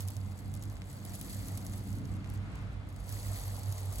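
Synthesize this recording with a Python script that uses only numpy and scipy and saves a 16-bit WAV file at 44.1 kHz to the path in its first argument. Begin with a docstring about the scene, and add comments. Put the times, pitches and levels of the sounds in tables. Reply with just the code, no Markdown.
"""Milk frothing in a pan

Milk froths on a stove while something is sprinkled into it in two waves. Each bursting foam bubble
is an impulse that excites a damped resonance: thousands merge into a sizzle, and larger ones stand out
as pops and plips, scattered by the pan and the kitchen. The milk seethes softly underneath, and a rush
swells between the waves. A wavering hum, a low rumble and a few thin steady tones fill the room."""
import sys
import numpy as np
from scipy import signal
from scipy.fft import rfft, irfft
from scipy.io import wavfile
from scipy.ndimage import uniform_filter1d

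SR = 44100
rng = np.random.default_rng(int(sys.argv[2]) if len(sys.argv) > 2 else 0)


def waveform_to_disk(signal):
    """Save audio, clipped to [-1, 1], as 16-bit WAV at the path in sys.argv[1]."""
    frames = np.transpose(np.atleast_2d(signal))
    scaled = np.clip(frames, -1, 1) * 32767
    samples = np.round(scaled).astype(np.int16)
    wavfile.write(sys.argv[1], SR, samples)


N = 176400

# Envelope of the sizzle (time [s], relative level [dB])
SIZZLE_ENVELOPE = [(0, -48.5), (.06, -57.5), (.24, -59), (.6, -60), (.76, -61), (.83, -63.5), (.88, -56),
                   (1.0, -56), (1.3, -49.5), (1.55, -52.5), (1.72, -55.5), (1.85, -56), (1.96, -54),
                   (2.02, -64), (2.1, -59), (2.22, -67), (2.3, -61.5), (2.45, -67.5), (2.7, -68),
                   (2.84, -71.5), (2.9, -61.5), (3.04, -58), (3.11, -51.5), (3.36, -47), (3.62, -51.5),
                   (3.78, -51.5), (3.84, -53), (4, -48)]
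# Spurts of crackle as patches of foam collapse (time [s], duration [s], level change [dB])
FOAM_COLLAPSES = [(0.147, 0.035, 4.5), (0.318, 0.031, 3.5), (0.386, 0.0405, 5), (0.723, 0.027, 3.5),
                  (1.143, 0.021, 8), (1.75, 0.063, 0), (1.93, 0.027, -1.5), (2.161, 0.014, 5),
                  (2.352, 0.046, 6.5), (2.557, .07, 4), (2.733, 0.026, 6), (3.133, 0.035, 4.5)]
# Filter that colours the bursting foam (frequency [Hz], gain [dB])
FOAM_SPECTRUM = [(700, -24.5), (2000, -1.5), (3000, -12), (4000, -9), (4500, 2), (5200, -15.5), (6000, -9),
                 (6600, -1.5), (7300, -3.5), (8000, 4.5), (8800, -5), (10000, 2.5), (11300, -2.5),
                 (13500, -4), (16000, -7)]
# Larger bubbles popping (time [s], relative level [dB], pitch [Hz])
POP_EVENTS = [(.0059, -28.5, 9300), (.0211, -37, 11000), (.0772, -30.5, 11000), (.0849, -30.5, 8500),
              (.1041, -34, 10400), (.1415, -46.5, 11700), (.167, -35, 7000), (.3197, -51, 6700),
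              (.54, -36, 8900), (.5518, -37, 10200), (.5644, -47, 8060), (.6247, -37, 6960),
              (.6275, -40, 9500), (.637, -36.5, 10300), (.6544, -44.5, 6560), (.6994, -42.5, 6700),
              (.7692, -48, 7000), (.9152, -44, 11800), (1.0515, -34, 11200), (1.1523, -33, 10300),
              (1.213, -28.5, 10000), (1.3464, -34.5, 11100), (1.4844, -30, 10000), (1.5749, -30.5, 9800),
              (1.6498, -37.5, 11000), (1.666, -34.5, 8500), (1.7344, -39, 7900), (1.9041, -41, 10600),
              (1.929, -41, 6800), (1.986, -45, 7500), (2.0548, -42.5, 6050), (2.3005, -39, 10500),
              (2.339, -44, 11700), (2.3472, -50, 6400), (2.3594, -51, 6000), (2.5562, -44, 7100),
              (2.6145, -52, 4700), (2.8894, -47, 11300), (2.9272, -52, 11300), (2.963, -44, 8200),
              (3.0924, -35, 9000), (3.101, -38, 11000), (3.125, -31, 11000), (3.634, -36.5, 8440),
              (3.7243, -29, 9600), (3.7815, -36, 6500), (3.9578, -31, 11600)]
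# Softer, lower plips of wet bubbles (time [s], relative level [dB], pitch [Hz])
PLIP_EVENTS = [(0.3202, -45, 2100), (0.7682, -40, 1670), (0.819, -34, 2190), (1.737, -41, 2190),
               (2.2443, -37, 2100), (2.2604, -42, 2070)]
# Later arrival of the foam's sound on the left (frequency [Hz], delay [ms])
LEFT_DELAY = [(1000, .05), (3000, .165), (6700, .15), (9200, .163), (11400, .175), (16000, .188)]
# Spectrum of the scattered sound (frequency [Hz], relative level [dB])
SCATTER_SPECTRUM = [(700, -13), (2000, -5), (3300, 3.5), (4500, 4), (6000, 5), (8000, -6), (12000, 8),
                    (16000, -19)]
# Envelope of the milk seething under the foam (time [s], relative level [dB])
SEETHE_ENVELOPE = [(0, -61.5), (.3, -62.5), (.8, -62), (1.15, -59.5), (1.4, -60), (1.62, -59), (2.0, -63.5),
                   (3.0, -61.5), (3.3, -56), (3.7, -56.5), (4, -57.5)]
# Filter that muffles the seething (frequency [Hz], gain [dB])
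SEETHE_SPECTRUM = [(200, -11.5), (400, -0.5), (680, 1.5), (920, -4), (1300, -8), (1800, -19.5), (2100, -16),
                   (2600, -17.5), (4000, -13.5), (8000, -52.5)]
# Envelope of the mid-register rush (time [s], level [dB])
RUSH_ENVELOPE = [(0, -63), (.6, -62), (1.15, -63), (1.95, -60.5), (2.2, -57.5), (2.42, -56.5), (2.58, -54),
                 (2.75, -58), (2.95, -61.5), (3.15, -61.5), (4, -65)]
# Spectrum of the rush (frequency [Hz], relative level [dB])
RUSH_SPECTRUM = [(400, -3.5), (900, -0.5), (1300, 1.5), (2200, -2), (3500, -10.5), (6000, -18.5),
                 (12000, -27), (16000, -52)]
# Envelope of the wavering hum (time [s], relative level [dB])
HUM_ENVELOPE = [(0, -38.5), (.08, -33.5), (.12, -45), (.17, -36.5), (.42, -44), (.7, -39), (.76, -48.5),
                (1.11, -44.5), (1.3, -59), (1.39, -38), (1.45, -52), (1.56, -34), (1.6, -50), (1.74, -38),
                (1.84, -50.5), (1.94, -33), (2.05, -50), (2.12, -36), (2.19, -41.5), (2.38, -37),
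                (2.53, -53.5), (2.65, -36.5), (2.71, -52), (2.8, -39.5), (2.86, -53), (3.14, -38.5),
                (3.19, -43), (3.31, -34.5), (3.41, -51), (3.48, -32.5), (3.61, -43.5), (3.69, -30.5),
                (3.77, -44.5), (3.89, -33), (3.95, -51.5), (4.0, -36.5)]
# Envelope of the boom an octave below the hum (time [s], relative level [dB])
BOOM_ENVELOPE = [(0, -55), (.6, -44.5), (.95, -52.5), (1.25, -49.5), (2.0, -44), (2.6, -45), (3.0, -44),
                 (3.3, -41.5), (3.8, -50.5), (4, -42.5)]
# Envelope of the rumble (time [s], relative level [dB])
RUMBLE_ENVELOPE = [(0, -52), (.3, -48.5), (.38, -54), (.48, -46.5), (.65, -50), (.8, -50.5), (1.02, -50),
                   (1.09, -48.5), (1.2, -48), (1.62, -47.5), (1.88, -45.5), (1.98, -43), (2.06, -44),
                   (2.27, -47), (2.5, -47.5), (2.56, -48), (2.68, -48.5), (3.0, -51.5), (3.25, -52),
                   (4, -53)]
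# Spectrum of the rumble's broad noise (frequency [Hz], relative level [dB])
RUMBLE_SPECTRUM = [(20, -74), (60, 2), (110, 2.5), (160, -5), (240, -10), (290, -7), (380, -19),
                   (600, -27.5), (1500, -75)]
# Resonances that the rumble excites (frequency [Hz], bandwidth [Hz], relative level [dB])
RUMBLE_RESONANCES = [(132.1, 18.3, -4.5), (185.4, 8.9, -7), (205.84, 10.2, -8), (226, 5, -16.5),
                     (272, 27, -13.5)]
# Thin steady tones (frequency [Hz], level [dB], left minus right [dB])
THIN_TONES = [(444.5, -73.5, 0), (493.6, -71.5, -4), (544, -79, -10), (2073, -77.5, 0), (3406, -85, 0)]
# Likeness of left and right in the diffuse field (frequency [Hz], correlation [-1 to 1])
DIFFUSE_CORRELATION = [(50, 1), (130, 0.64), (280, 0.92), (550, 0.37), (1000, 0.58), (2000, -0.45),
                       (5000, 0.17)]


def foam(pan_t60_s=.025, pan_db=-8.5, kitchen_t60_s=.058, kitchen_db=-6.5):
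    """Direct sound arrives on the right first; reflections from pan wall and kitchen decay after it."""
    direct = sizzle() + pops() + plips()
    delay_s = at_bins(LEFT_DELAY) / 1000
    phase_lag = np.pi * np.arange(N + 1) * SR / N * delay_s
    left = irfft(rfft(direct, 2 * N) * np.exp(-1j * phase_lag))[:N]
    pan_power = from_db(2 * pan_db) * reverberant_power(direct, pan_t60_s)
    kitchen_power = from_db(2 * kitchen_db) * reverberant_power(direct, kitchen_t60_s)
    scattered = unit_rms(colour(rng.standard_normal((2, N)), SCATTER_SPECTRUM))
    return np.array([left, direct]) + np.sqrt(pan_power + kitchen_power) * muffle(scattered, froth_db())


def sizzle(bursts_per_s=4600, rate_exponent=.66, fizz_db=-13.5, flutter_db=1.2, gain_db=-1.5):
    """Shot noise of tiny bursting bubbles: denser, louder and brighter as the froth is stirred up."""
    db = froth_db()
    rate = bursts_per_s * from_db(rate_exponent * (db - db.mean()))
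    bursts = shot_noise(rate, spread_db=4, low_hz=1646, high_hz=17430, q=9.6, count=48)
    fizz = from_db(fizz_db) * rng.standard_normal(N)  # the finest bubbles
    clumping = from_db(flutter_db * drift(per_s=30))
    froth = unit_rms(colour(bursts + fizz, FOAM_SPECTRUM)) * clumping
    return from_db(db + gain_db) * muffle(froth, db)


def froth_db():
    """Collapsing patches of foam superpose short Gaussian pulses on the sizzle's slow envelope."""
    t = np.arange(N) / SR
    spurts = sum(db * np.exp(-(2 * (t - s) / length) ** 2) for s, length, db in FOAM_COLLAPSES)
    return in_time(SIZZLE_ENVELOPE) + spurts


def muffle(x, db, quiet_db=-59.5, cutoff_hz=10000):
    """Quiet foam loses its treble: a crossfade to a zero-phase low-pass as the level falls."""
    bright = 1 / (1 + from_db(2 * (quiet_db - db)))
    low_pass = signal.butter(2, cutoff_hz, fs=SR, output="sos")
    forward = signal.sosfilt(low_pass, x)
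    dull = signal.sosfilt(low_pass, forward[..., ::-1])[..., ::-1]
    return bright * x + (1 - bright) * dull


def pops(width_hz=3600, snap=.48, spatter_db=-18, spatter_t60_s=.007, low_cut_hz=4900, gain_db=5):
    """Impulse response of a larger bubble: a snap, a few damped cycles and a decaying spatter."""
    size = 1024
    track, click = np.zeros(N + size), signal.unit_impulse(size)
    decay = from_db(spatter_db - 60 * np.arange(size) / SR / spatter_t60_s)
    for s, db, hz in POP_EVENTS:
        ring = resonate(click, hz, width_hz)
        spatter = decay * rng.standard_normal(size)
        pop = ring / abs(ring).max() + snap * click + spatter
        start = int(s * SR)
        track[start:start + size] += from_db(db + gain_db) * pop
    return signal.sosfilt(signal.butter(2, low_cut_hz, "high", fs=SR, output="sos"), track[:N])


def plips(width_hz=1230, gain_db=1):
    """Wet bubbles resonate lower than the pops, and their narrower bandwidth makes them ring longer."""
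    track = np.zeros(N)
    for s, db, hz in PLIP_EVENTS:
        ring = resonate(signal.unit_impulse(N, int(s * SR)), hz, width_hz)
        track += from_db(db + gain_db) * ring / abs(ring).max()
    return track


def seething(wash_db=.5):
    """Bubbles in the liquid resonate at random times, muffled, over a soft wash of noise."""
    wash = from_db(wash_db) * unit_rms(colour(diffuse_noise()[:, :N], SEETHE_SPECTRUM))
    rings = [shot_noise(per_s=420, spread_db=2.9, low_hz=569, high_hz=1750, q=17.6, count=18)
             for side in range(2)]
    bubbles = unit_rms(colour(np.array(rings), SEETHE_SPECTRUM))
    return balance(db=2.5) * from_db(in_time(SEETHE_ENVELOPE)) * (wash + bubbles)


def rush():
    """Slow amplitude modulation makes a broad band of noise swell once and sink."""
    return from_db(in_time(RUSH_ENVELOPE)) * unit_rms(colour(diffuse_noise()[:, :N], RUSH_SPECTRUM))


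def hum(hum_db=-.2, band_db=-12, boom_db=-1.5, right_delay_s=.00016):
    """An amplitude-modulated tone and noise band waver above a boom about an octave lower."""
    noise = diffuse_noise()
    sine = tone(hz=97.2, wander_hz=2.21)
    band = from_db(band_db) * narrowband(noise, hz=94.5, width_hz=19.8)
    wavering = from_db(in_time(HUM_ENVELOPE) + hum_db) * (sine + band)
    boom = from_db(in_time(BOOM_ENVELOPE) + boom_db) * narrowband(noise, hz=49.9, width_hz=28.3)
    left, right = wavering + boom
    right = np.interp(np.arange(N) - right_delay_s * SR, np.arange(N), right)
    return balance(db=-4) * np.array([left, right])


def rumble(bed_db=.5, gain_db=3.5):
    """Resonances driven by random excitation stand out of a bed of low noise."""
    noise = diffuse_noise()
    modes = sum(from_db(db) * narrowband(noise, hz, width) for hz, width, db in RUMBLE_RESONANCES)
    bed = from_db(bed_db) * unit_rms(colour(diffuse_noise(), RUMBLE_SPECTRUM))
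    return balance(db=.1) * from_db(in_time(RUMBLE_ENVELOPE) + gain_db) * steady(modes + bed)


def thin_tones(flicker_db=2):
    """Faint sinusoids sound throughout, with slight random modulation of level and pitch."""
    return sum(balance(side_db) * from_db(db + flicker_db * drift(per_s=12)) * tone(hz, wander_hz=3)
               for hz, db, side_db in THIN_TONES)


def shot_noise(per_s, spread_db, low_hz, high_hz, q, count):
    """A Poisson train of uneven impulses, each exciting one of a bank of resonators; unit rms."""
    sizes = from_db(spread_db * np.minimum(rng.exponential(1, N), 5)) * rng.choice([-1, 1], N)
    clicks = sizes * (rng.random(N) < per_s / SR) / np.sqrt(per_s)  # power independent of rate
    resonator = rng.integers(0, count, N)
    pitches = np.geomspace(low_hz, high_hz, count)
    return unit_rms(sum(resonate(clicks * (resonator == k), hz, hz / q) for k, hz in enumerate(pitches)))


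def resonate(x, hz, width_hz):
    """A damped two-pole resonator with unit gain at its peak."""
    r = np.exp(-np.pi * width_hz / SR)
    feedback = [1, -2 * r * np.cos(2 * np.pi * hz / SR), r * r]
    return signal.lfilter(np.array([1, 0, -1]) * (1 - r * r) / 2, feedback, x + 1e-18)


def reverberant_power(x, t60_s):
    """Scattered energy decays exponentially, by 60 dB in the reverberation time."""
    r = from_db(-2 * 60 / (t60_s * SR))
    return signal.lfilter([1 - r], [1, -r], x ** 2 + 1e-18)


def diffuse_noise():
    """Mid and side noise, 2N samples long, mix to a correlation that depends on frequency."""
    correlation = np.clip(at_bins(DIFFUSE_CORRELATION), -1, 1)
    mid, side = rfft(rng.standard_normal((2, 2 * N)))
    return irfft(np.sqrt(1 + correlation) * mid + np.sqrt(1 - correlation) * side * [[1], [-1]])


def narrowband(noise, hz, width_hz):
    """Steady-state response of two resonators in cascade, after N samples of settling; unit rms."""
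    return unit_rms(resonate(resonate(noise, hz, width_hz), hz, width_hz)[:, N:])


def tone(hz, wander_hz):
    """A sinusoid whose phase is the integral of a wandering frequency; unit rms."""
    cycles = rng.random() + np.cumsum(hz + wander_hz * drift(per_s=5.968)) / SR
    return np.sqrt(2) * np.sin(2 * np.pi * cycles)


def drift(per_s):
    """Slow random modulation: straight lines between standard normal values."""
    knots = rng.standard_normal(400)
    return np.interp(np.arange(N) / SR * per_s, np.arange(len(knots)), knots)


def steady(x, window_s=.12):
    """Division by the running rms evens out the chance swells of a noise."""
    power = uniform_filter1d(np.mean(x ** 2, axis=0), int(window_s * SR))
    return x / np.sqrt(np.maximum(power, 1e-12))


def colour(x, spectrum):
    """Minimum-phase filter: folding the cepstrum makes the given spectrum causal."""
    cepstrum = irfft(np.log(from_db(at_bins(spectrum))))
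    cepstrum[1:N] *= 2
    cepstrum[N + 1:] = 0
    return irfft(rfft(x, 2 * N) * np.exp(rfft(cepstrum)))[..., :N]


def at_bins(points):
    """Interpolation in log frequency onto the bins of a 2N-point transform."""
    hz, value = np.transpose(points)
    bin_hz = np.maximum(np.arange(N + 1) * SR / (2 * N), 1)
    return np.interp(np.log(bin_hz), np.log(hz), value)


def in_time(envelope):
    """Linear interpolation of an envelope at every sample."""
    return np.interp(np.arange(N) / SR, *np.transpose(envelope))


def balance(db):
    """Stereo gains for a level difference, left minus right."""
    return from_db(np.array([[.5], [-.5]]) * db)


def unit_rms(x):
    """Normalisation to unit mean power."""
    return x / np.sqrt(np.mean(x ** 2) + 1e-20)


def from_db(db):
    """Decibels to amplitude ratio."""
    return 10 ** (np.asarray(db) / 20)


def scene():
    """Superposition of the milk in the pan and the kitchen around it."""
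    return foam() + seething() + rush() + rumble() + hum() + thin_tones()


def record(dry, low_cut_hz=38, high_cut_hz=16000):
    """Band limiting: steep filters remove the deepest bass and the highest treble."""
    dry = signal.sosfilt(signal.butter(6, low_cut_hz, "high", fs=SR, output="sos"), dry)
    return signal.sosfilt(signal.ellip(10, .2, 80, high_cut_hz, fs=SR, output="sos"), dry)


dry = scene()
out = record(dry)
waveform_to_disk(out)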